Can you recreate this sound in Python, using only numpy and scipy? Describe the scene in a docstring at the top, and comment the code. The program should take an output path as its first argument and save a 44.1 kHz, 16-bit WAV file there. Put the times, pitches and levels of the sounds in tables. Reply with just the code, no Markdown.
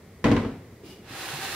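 """First a cluster of hollow knocks: a plastic tub drops into the frame of a wooden bench and rocks to rest.
A hand lands on the slatted top and brushes over it, then pushes the slats with a dry, even wooden rub.
Knocks sum decaying modes and dense noise; brush and rub filter frictional slips through resonances.
Damped bumps and narrow bands of swelling noise come from the rails; a low rumble of shaped noise lies beneath.
"""
import sys
import numpy as np
from scipy import signal
from scipy.fft import rfft, irfft, next_fast_len
from scipy.io import wavfile

SR = 44100
rng = np.random.default_rng(int(sys.argv[2]) if len(sys.argv) > 2 else 0)


def wav_record(signal):
    """Record a signal, one row per channel, as 16-bit PCM in the file named by sys.argv[1]."""
    frames = np.transpose(np.atleast_2d(signal))
    bounded = np.clip(frames, -1, 1)
    # unit amplitude maps onto the largest positive 16-bit level
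    quanta = np.round(bounded * 32767).astype(np.int16)
    wavfile.write(sys.argv[1], SR, quanta)


N = 68355
T = np.arange(N) / SR  # time/s
FFT_SIZE = 2 * next_fast_len(N // 2 + 4000, True)
HZ = np.maximum(np.arange(FFT_SIZE // 2 + 1) * SR / FFT_SIZE, 1)  # frequency axis, kept above zero

# Knocks of the tub on the frame: [t/s, boom level/dB, clack level/dB, contact low-pass f/Hz]
TUB_KNOCKS = [(0.242, 2.5, -1, 8900), (0.2481, -8.5, -2.5, 2200), (0.2580, -7, 2.5, 800),
              (0.2654, -15, 3, 1000), (0.2827, -8.5, -4.5, 1400), (0.3045, 0, -7.5, 900),
              (0.3153, -5.5, -4, 6160), (0.3220, -8.5, -2.5, 2000), (0.3654, -4.5, -4, 3100),
              (0.3971, -17.5, -11.5, 1200), (0.4483, -9, -12, 1200), (0.5000, -28.5, -40, 600)]
# Modes of tub and bench: [f/Hz, level/dB, t60/s, left minus right level/dB]
BENCH_MODES = [(50.7, -32, 0.37, 0.5), (96.6, -28.5, 0.35, 0), (111, -29.5, 0.41, .5),
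               (164, -30.5, 0.45, 1.5), (207, -26.5, 0.64, 2.5), (233.1, -19, 0.36, 0), (265, -25, 0.44, 0),
               (285, -20.5, 0.23, 2), (391.2, -27.5, 0.25, -2), (440.3, -26.5, 0.25, 2.5),
               (473.8, -28.5, 0.39, 4), (649, -39, 0.39, 9.5), (968, -37.5, .3, -5), (1032, -33.5, 0.38, 2),
               (1986, -34, 0.25, -3)]
# Spectrum of the crowd of short-lived modes in a knock: [f/Hz, relative density level/dB per Hz]
CLACK_SPECTRUM = [(30, -13), (70, 0), (150, -12.5), (280, 4.5), (480, 2), (590, -5), (1000, -1.5),
                  (1400, -8.5), (2300, -5.5), (4500, -14.5), (9000, -23), (15000, -41)]
# Decay of that crowd: [f/Hz, t60/s]
CLACK_DECAY = [(100, 0.2), (1000, 0.08), (10000, 0.018)]
# Spectrum of the knock's echo in the room: [f/Hz, relative density level/dB per Hz]
ECHO_SPECTRUM = [(40, -4), (110, 8), (280, 3.5), (490, 2.5), (600, -4.5), (1000, -5.5), (2200, -8),
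                 (4500, -16), (9000, -24), (15000, -32.5)]
# Decay of the echo: [f/Hz, t60/s]
ECHO_DECAY = [(100, 0.71), (500, 0.63), (2500, 0.57), (10000, 0.6)]
# Spectrum of the palm's pat: [f/Hz, relative density level/dB per Hz]
PALM_SPECTRUM = [(60, -32), (180, -3), (280, 1.5), (380, 3), (600, -25), (1200, -46), (4000, -50)]
# Modes of the slats under the pat: [f/Hz, level/dB, t60/s]
PALM_MODES = [(280.2, -43, 0.33), (375, -44, 0.64)]
# Spectrum of skin brushing the slats: [f/Hz, relative density level/dB per Hz]
BRUSH_SPECTRUM = [(300, -2), (700, -1.5), (1600, -8.5), (2900, -3.5), (5000, -6.5), (7000, -11),
                  (11000, -13.5), (15000, -17)]
# Resonances of the brushed slats: [f/Hz, width/Hz, lift/dB]
BRUSH_RESONANCES = [(2380, 40, 10), (2894, 33, 15), (5020, 400, 4.5)]
# Course of the sliding slats: [t/s, level/dB]
SLIDE_LEVEL = [(1.0, -70), (1.055, -53.5), (1.10, -43), (1.15, -38.5), (1.21, -35.5), (1.30, -35),
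               (1.40, -35.5), (1.44, -32.5), (1.48, -34), (1.55, -32.5)]
# Spectrum of wood rubbing on wood: [f/Hz, relative density level/dB per Hz]
RUB_SPECTRUM = [(60, -52), (200, -11.5), (350, -3.5), (600, -2.5), (950, 0), (1800, -0.5), (3000, -3),
                (4500, -6), (6500, -9), (10500, -11), (15000, -16)]
# Resonances of the rubbed boards: [f/Hz, width/Hz, lift/dB]
RUB_RESONANCES = [(351, 25, 6), (772, 100, 4), (1525, 33, 5.5), (2680, 130, 4), (2930, 57, 1),
                  (3250, 49, 0.5), (4130, 140, 7), (5000, 100, 5.5), (10850, 700, 3)]
# Stereo balance of the rub: [f/Hz, left minus right level/dB]
RUB_BALANCE = [(700, 0), (1300, -2.3), (2400, -2), (4400, -4.5), (8000, -1.5), (15000, 1)]
# Soft bumps of the wooden top: [t/s, f/Hz, level/dB, t60/s]
TOP_BUMPS = [(0.722, 230, -45, 0.21), (0.992, 212.4, -43.5, 0.21), (1.105, 276, -39.5, .12),
             (1.107, 127, -40, 0.13), (1.334, 143, -35.5, 0.305), (1.388, 350, -31.5, 0.056)]
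# Brief singing of the rails: [centre t/s, time from centre to 1/e in s, f/Hz, width/Hz, peak level/dB]
RAIL_SQUEAKS = [(1.221, 0.064, 328, 39.8, -46), (1.44, 0.049, 777, 29.2, -43.5),
                (1.475, 0.038, 1538, 69.6, -46), (1.498, 0.047, 4175, 150, -44), (1.55, 0.03, 717, 30, -54)]
# Spectrum of the background rumble: [f/Hz, relative density level/dB per Hz]
RUMBLE_SPECTRUM = [(25, -12), (50, -7), (75, 1), (115, 0), (160, -2.5), (280, -8), (420, -5.5), (700, -17),
                   (1100, -20), (1600, -23.5), (2050, -18), (2400, -24), (2800, -28.5), (4500, -28.5),
                   (6000, -30.5), (15000, -35.5)]
# Resonances in the rumble: [f/Hz, width/Hz, lift/dB]
RUMBLE_RESONANCES = [(102, 12, 4), (385, 60, 0)]
# Likeness of the two channels of any noise: [f/Hz, left-right correlation]
STEREO_CORRELATION = [(60, .999), (130, 1), (290, 0.99), (640, 0.92), (1400, 0.7), (3100, 0.5),
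                      (5000, 0.05), (7000, -0.2), (10000, -0.13), (15000, .2)]

CLACK_DB, ECHO_DB, KNOCK_PAN_DB = -18.5, -27.5, 0.5  # pan is left minus right
CRACK_DB, CRACK_DECAY_S = -20, 0.0014  # time to fall to 1/e
THUMP_DB, THUMP_HZ, THUMP_T60_S = -17.5, 190, 0.037
MIC_SPREAD_S = 0.0001  # standard deviation of a mode's delay between microphones
PALM_START_S, PALM_DB, PALM_T60_S = 0.8355, -43, 0.54
BRUSH_START_S, BRUSH_ATTACK_S, BRUSH_HOLD_S, BRUSH_T60_S, BRUSH_DB = 0.831, 0.03, 0.06, 0.47, -49.5
GRAINS_PER_S, GRAIN_SPREAD_DB = 3500, 2
GRAIN_SHARE = 0.45  # share of friction power in slips; smooth hiss has the rest
SLIDE_TREBLE_HZ, TREBLE_FOLLOWS = 5960, 0.4  # extra treble change, dB per dB of slide level
RIPPLE_DB, RIPPLE_HZ = 2, 44.68  # standard deviation and spacing of the boards' uneven response
RUMBLE_DB = -49
LOW_CUT_HZ, CUTOFF_HZ = 26, 15750


def tub():
    """Impact excitation: each contact drives modes and echo, and a softer contact passes less treble."""
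    boom = bench_boom()
    balance = from_db([[KNOCK_PAN_DB / 2], [-KNOCK_PAN_DB / 2]])
    out = 0
    for start_s, boom_db, clack_db, bright_hz in TUB_KNOCKS:
        clack = balance * knock_clack()
        knock = from_db(boom_db) * boom + from_db(clack_db) * clack
        contact = signal.butter(1, bright_hz, fs=SR, output="sos")
        out = out + delayed(signal.sosfilt(contact, knock), start_s)
    return out


def bench_boom():
    """Modal superposition: damped modes of alternating sign, with the push of air at each contact."""
    boom = from_db(THUMP_DB) * ring(THUMP_HZ, THUMP_T60_S)
    for k, (hz, db, t60, pan_db) in enumerate(BENCH_MODES):
        boom = boom + (-1) ** k * from_db(db) * mode(hz, t60, pan_db)
    return boom


def knock_clack():
    """High modal density: a crowd of modes sounds as decaying noise, with a crack and the room's echo."""
    crowd = from_db(CLACK_DB) * dying(CLACK_SPECTRUM, CLACK_DECAY)
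    crack = from_db(CRACK_DB) * np.exp(-T / CRACK_DECAY_S)
    echo = from_db(ECHO_DB) * dying(ECHO_SPECTRUM, ECHO_DECAY)
    return crowd + crack + echo


def mode(hz, t60, pan_db):
    """Interaural cues: one damped mode reaches two microphones at unequal levels and times."""
    sides = np.array([[1], [-1]]) / 2
    lag = MIC_SPREAD_S * rng.normal() * sides
    envelope = from_db(pan_db * sides - 60 * T / t60)
    return envelope * np.sin(2 * np.pi * hz * (T + lag))


def hand():
    """Impact, then friction: the palm makes the slats ring and the skin brushes over them."""
    pat = from_db(PALM_DB - 60 * T / PALM_T60_S) * noise(PALM_SPECTRUM)
    for hz, db, t60 in PALM_MODES:
        pat = pat + from_db(db) * ring(hz, t60)
    attack = np.minimum(T / BRUSH_ATTACK_S, 1)
    fading_s = np.maximum(T - BRUSH_ATTACK_S - BRUSH_HOLD_S, 0)
    stroke = attack * from_db(BRUSH_DB - 60 * fading_s / BRUSH_T60_S)
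    brush = stroke * coloured(friction(), BRUSH_SPECTRUM, BRUSH_RESONANCES)
    return delayed(pat, PALM_START_S) + delayed(brush, BRUSH_START_S)


def slats():
    """Friction-driven resonance: wood rubs on wood, and its treble grows faster than its level."""
    s, db = np.transpose(SLIDE_LEVEL)
    level_db = np.interp(T, s, db)
    pan_db = at_hz(RUB_BALANCE, HZ) / 2
    rub = coloured(friction(), RUB_SPECTRUM, RUB_RESONANCES)
    rub = filtered(rub, from_db([pan_db, -pan_db]) * ripple())
    treble = filtered(rub, 1 / (1 + (SLIDE_TREBLE_HZ / HZ) ** 4))
    # the treble is complete at the loudest level and weaker below it
    following = treble * from_db(TREBLE_FOLLOWS * (level_db - db.max()))
    return (rub - treble + following) * from_db(level_db) * (T > s[0])


def friction():
    """Stick-slip: fibres catch and let go in tiny slips of uneven size over a smooth hiss."""
    size_db = GRAIN_SPREAD_DB * np.minimum(rng.exponential(1, (2, N)), 5)
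    sizes = from_db(size_db) * rng.choice([-1, 1], (2, N))
    slips = rms_one(sizes * (rng.random(N) < GRAINS_PER_S / SR))
    hiss = rng.standard_normal((2, N))
    return np.sqrt(GRAIN_SHARE) * slips + np.sqrt(1 - GRAIN_SHARE) * hiss


def ripple():
    """Modal overlap: countless small resonances give the boards a fine, uneven response."""
    grid = np.arange(0, SR / 2, RIPPLE_HZ)
    return from_db(RIPPLE_DB * np.interp(HZ, grid, rng.standard_normal(len(grid))))


def rails():
    """Damped and sustained resonance: the top bumps on its rails; narrow friction bands swell and fade."""
    out = 0
    for start_s, hz, db, t60 in TOP_BUMPS:
        out = out + delayed(from_db(db) * ring(hz, t60), start_s)
    for centre_s, length_s, hz, width_hz, db in RAIL_SQUEAKS:
        band = 1 / (1 + (2 * (HZ - hz) / width_hz) ** 2)
        tone = rms_one(filtered(noise(RUB_SPECTRUM), band))
        swell = np.exp(-((T - centre_s) / length_s) ** 2)
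        out = out + from_db(db) * swell * tone
    return out


def rumble():
    """Stationary random noise: a steady background with a fixed spectrum."""
    source = rng.standard_normal((2, N))
    return from_db(RUMBLE_DB) * coloured(source, RUMBLE_SPECTRUM, RUMBLE_RESONANCES)


def ring(hz, t60):
    """Free damped vibration: one mode struck at time zero falls 60 dB in t60 seconds."""
    return np.sin(2 * np.pi * hz * T) * from_db(-60 * T / t60)


def dying(spectrum, t60s):
    """Frequency-dependent damping: in a struck crowd of modes each octave band has its own decay."""
    crowd = noise(spectrum)
    out = 0
    for hz in 30 * 2.0 ** np.arange(10):
        octave = np.maximum(1 - abs(np.log2(HZ / hz)), 0)  # overlapping triangles
        out = out + filtered(crowd, octave) * from_db(-60 * T / at_hz(t60s, hz))
    return out


def noise(spectrum):
    """Random excitation: stereo Gaussian noise with a given spectrum."""
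    return coloured(rng.standard_normal((2, N)), spectrum)


def coloured(source, spectrum, rings=()):
    """Source-filter principle: spectrum, resonances and channel correlation shape a pair to rms 1."""
    gain = from_db(at_hz(spectrum, HZ)) / (1 + (20 / HZ) ** 2)
    for hz, width_hz, lift_db in rings:
        resonance = 1 / (1 + 1j * (HZ ** 2 - hz ** 2) / (HZ * width_hz))
        gain = gain * (1 + (from_db(lift_db) - 1) * resonance)
    alike = np.clip(at_hz(STEREO_CORRELATION, HZ), -1, 1)
    mid, side = filtered(source, gain * np.sqrt([1 + alike, 1 - alike]))
    return rms_one(np.array([mid + side, mid - side]))


def filtered(x, gain):
    """Linear filtering: multiply the spectrum by a response given on HZ."""
    return irfft(rfft(x, FFT_SIZE) * gain, FFT_SIZE)[..., :N]


def delayed(x, s):
    """Time shift: start a sound s seconds later."""
    lag = int(s * SR)
    return np.concatenate([np.zeros(x.shape[:-1] + (lag,)), x[..., :N - lag]], axis=-1)


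def at_hz(points, hz):
    """Logarithmic frequency scale: interpolate a table's second column against log f."""
    table = np.array(points)
    return np.interp(np.log(hz), np.log(table[:, 0]), table[:, 1])


def rms_one(x):
    """Mean-square power: scale to rms 1."""
    return x / np.sqrt(np.mean(x ** 2) + 1e-20)


def from_db(db):
    """Level law: convert decibels to amplitude gain."""
    return 10 ** (np.asarray(db) / 20)


def scene():
    """Superposition: tub, hand, sliding slats and rails add to the background rumble."""
    return tub() + hand() + slats() + rails() + rumble()


def record(dry):
    """Band limitation: the microphone loses the deepest bass and the top is cut steeply."""
    low_cut = signal.butter(2, LOW_CUT_HZ, "high", fs=SR, output="sos")
    return filtered(signal.sosfilt(low_cut, dry), HZ < CUTOFF_HZ)


dry = scene()
out = record(dry)
wav_record(out)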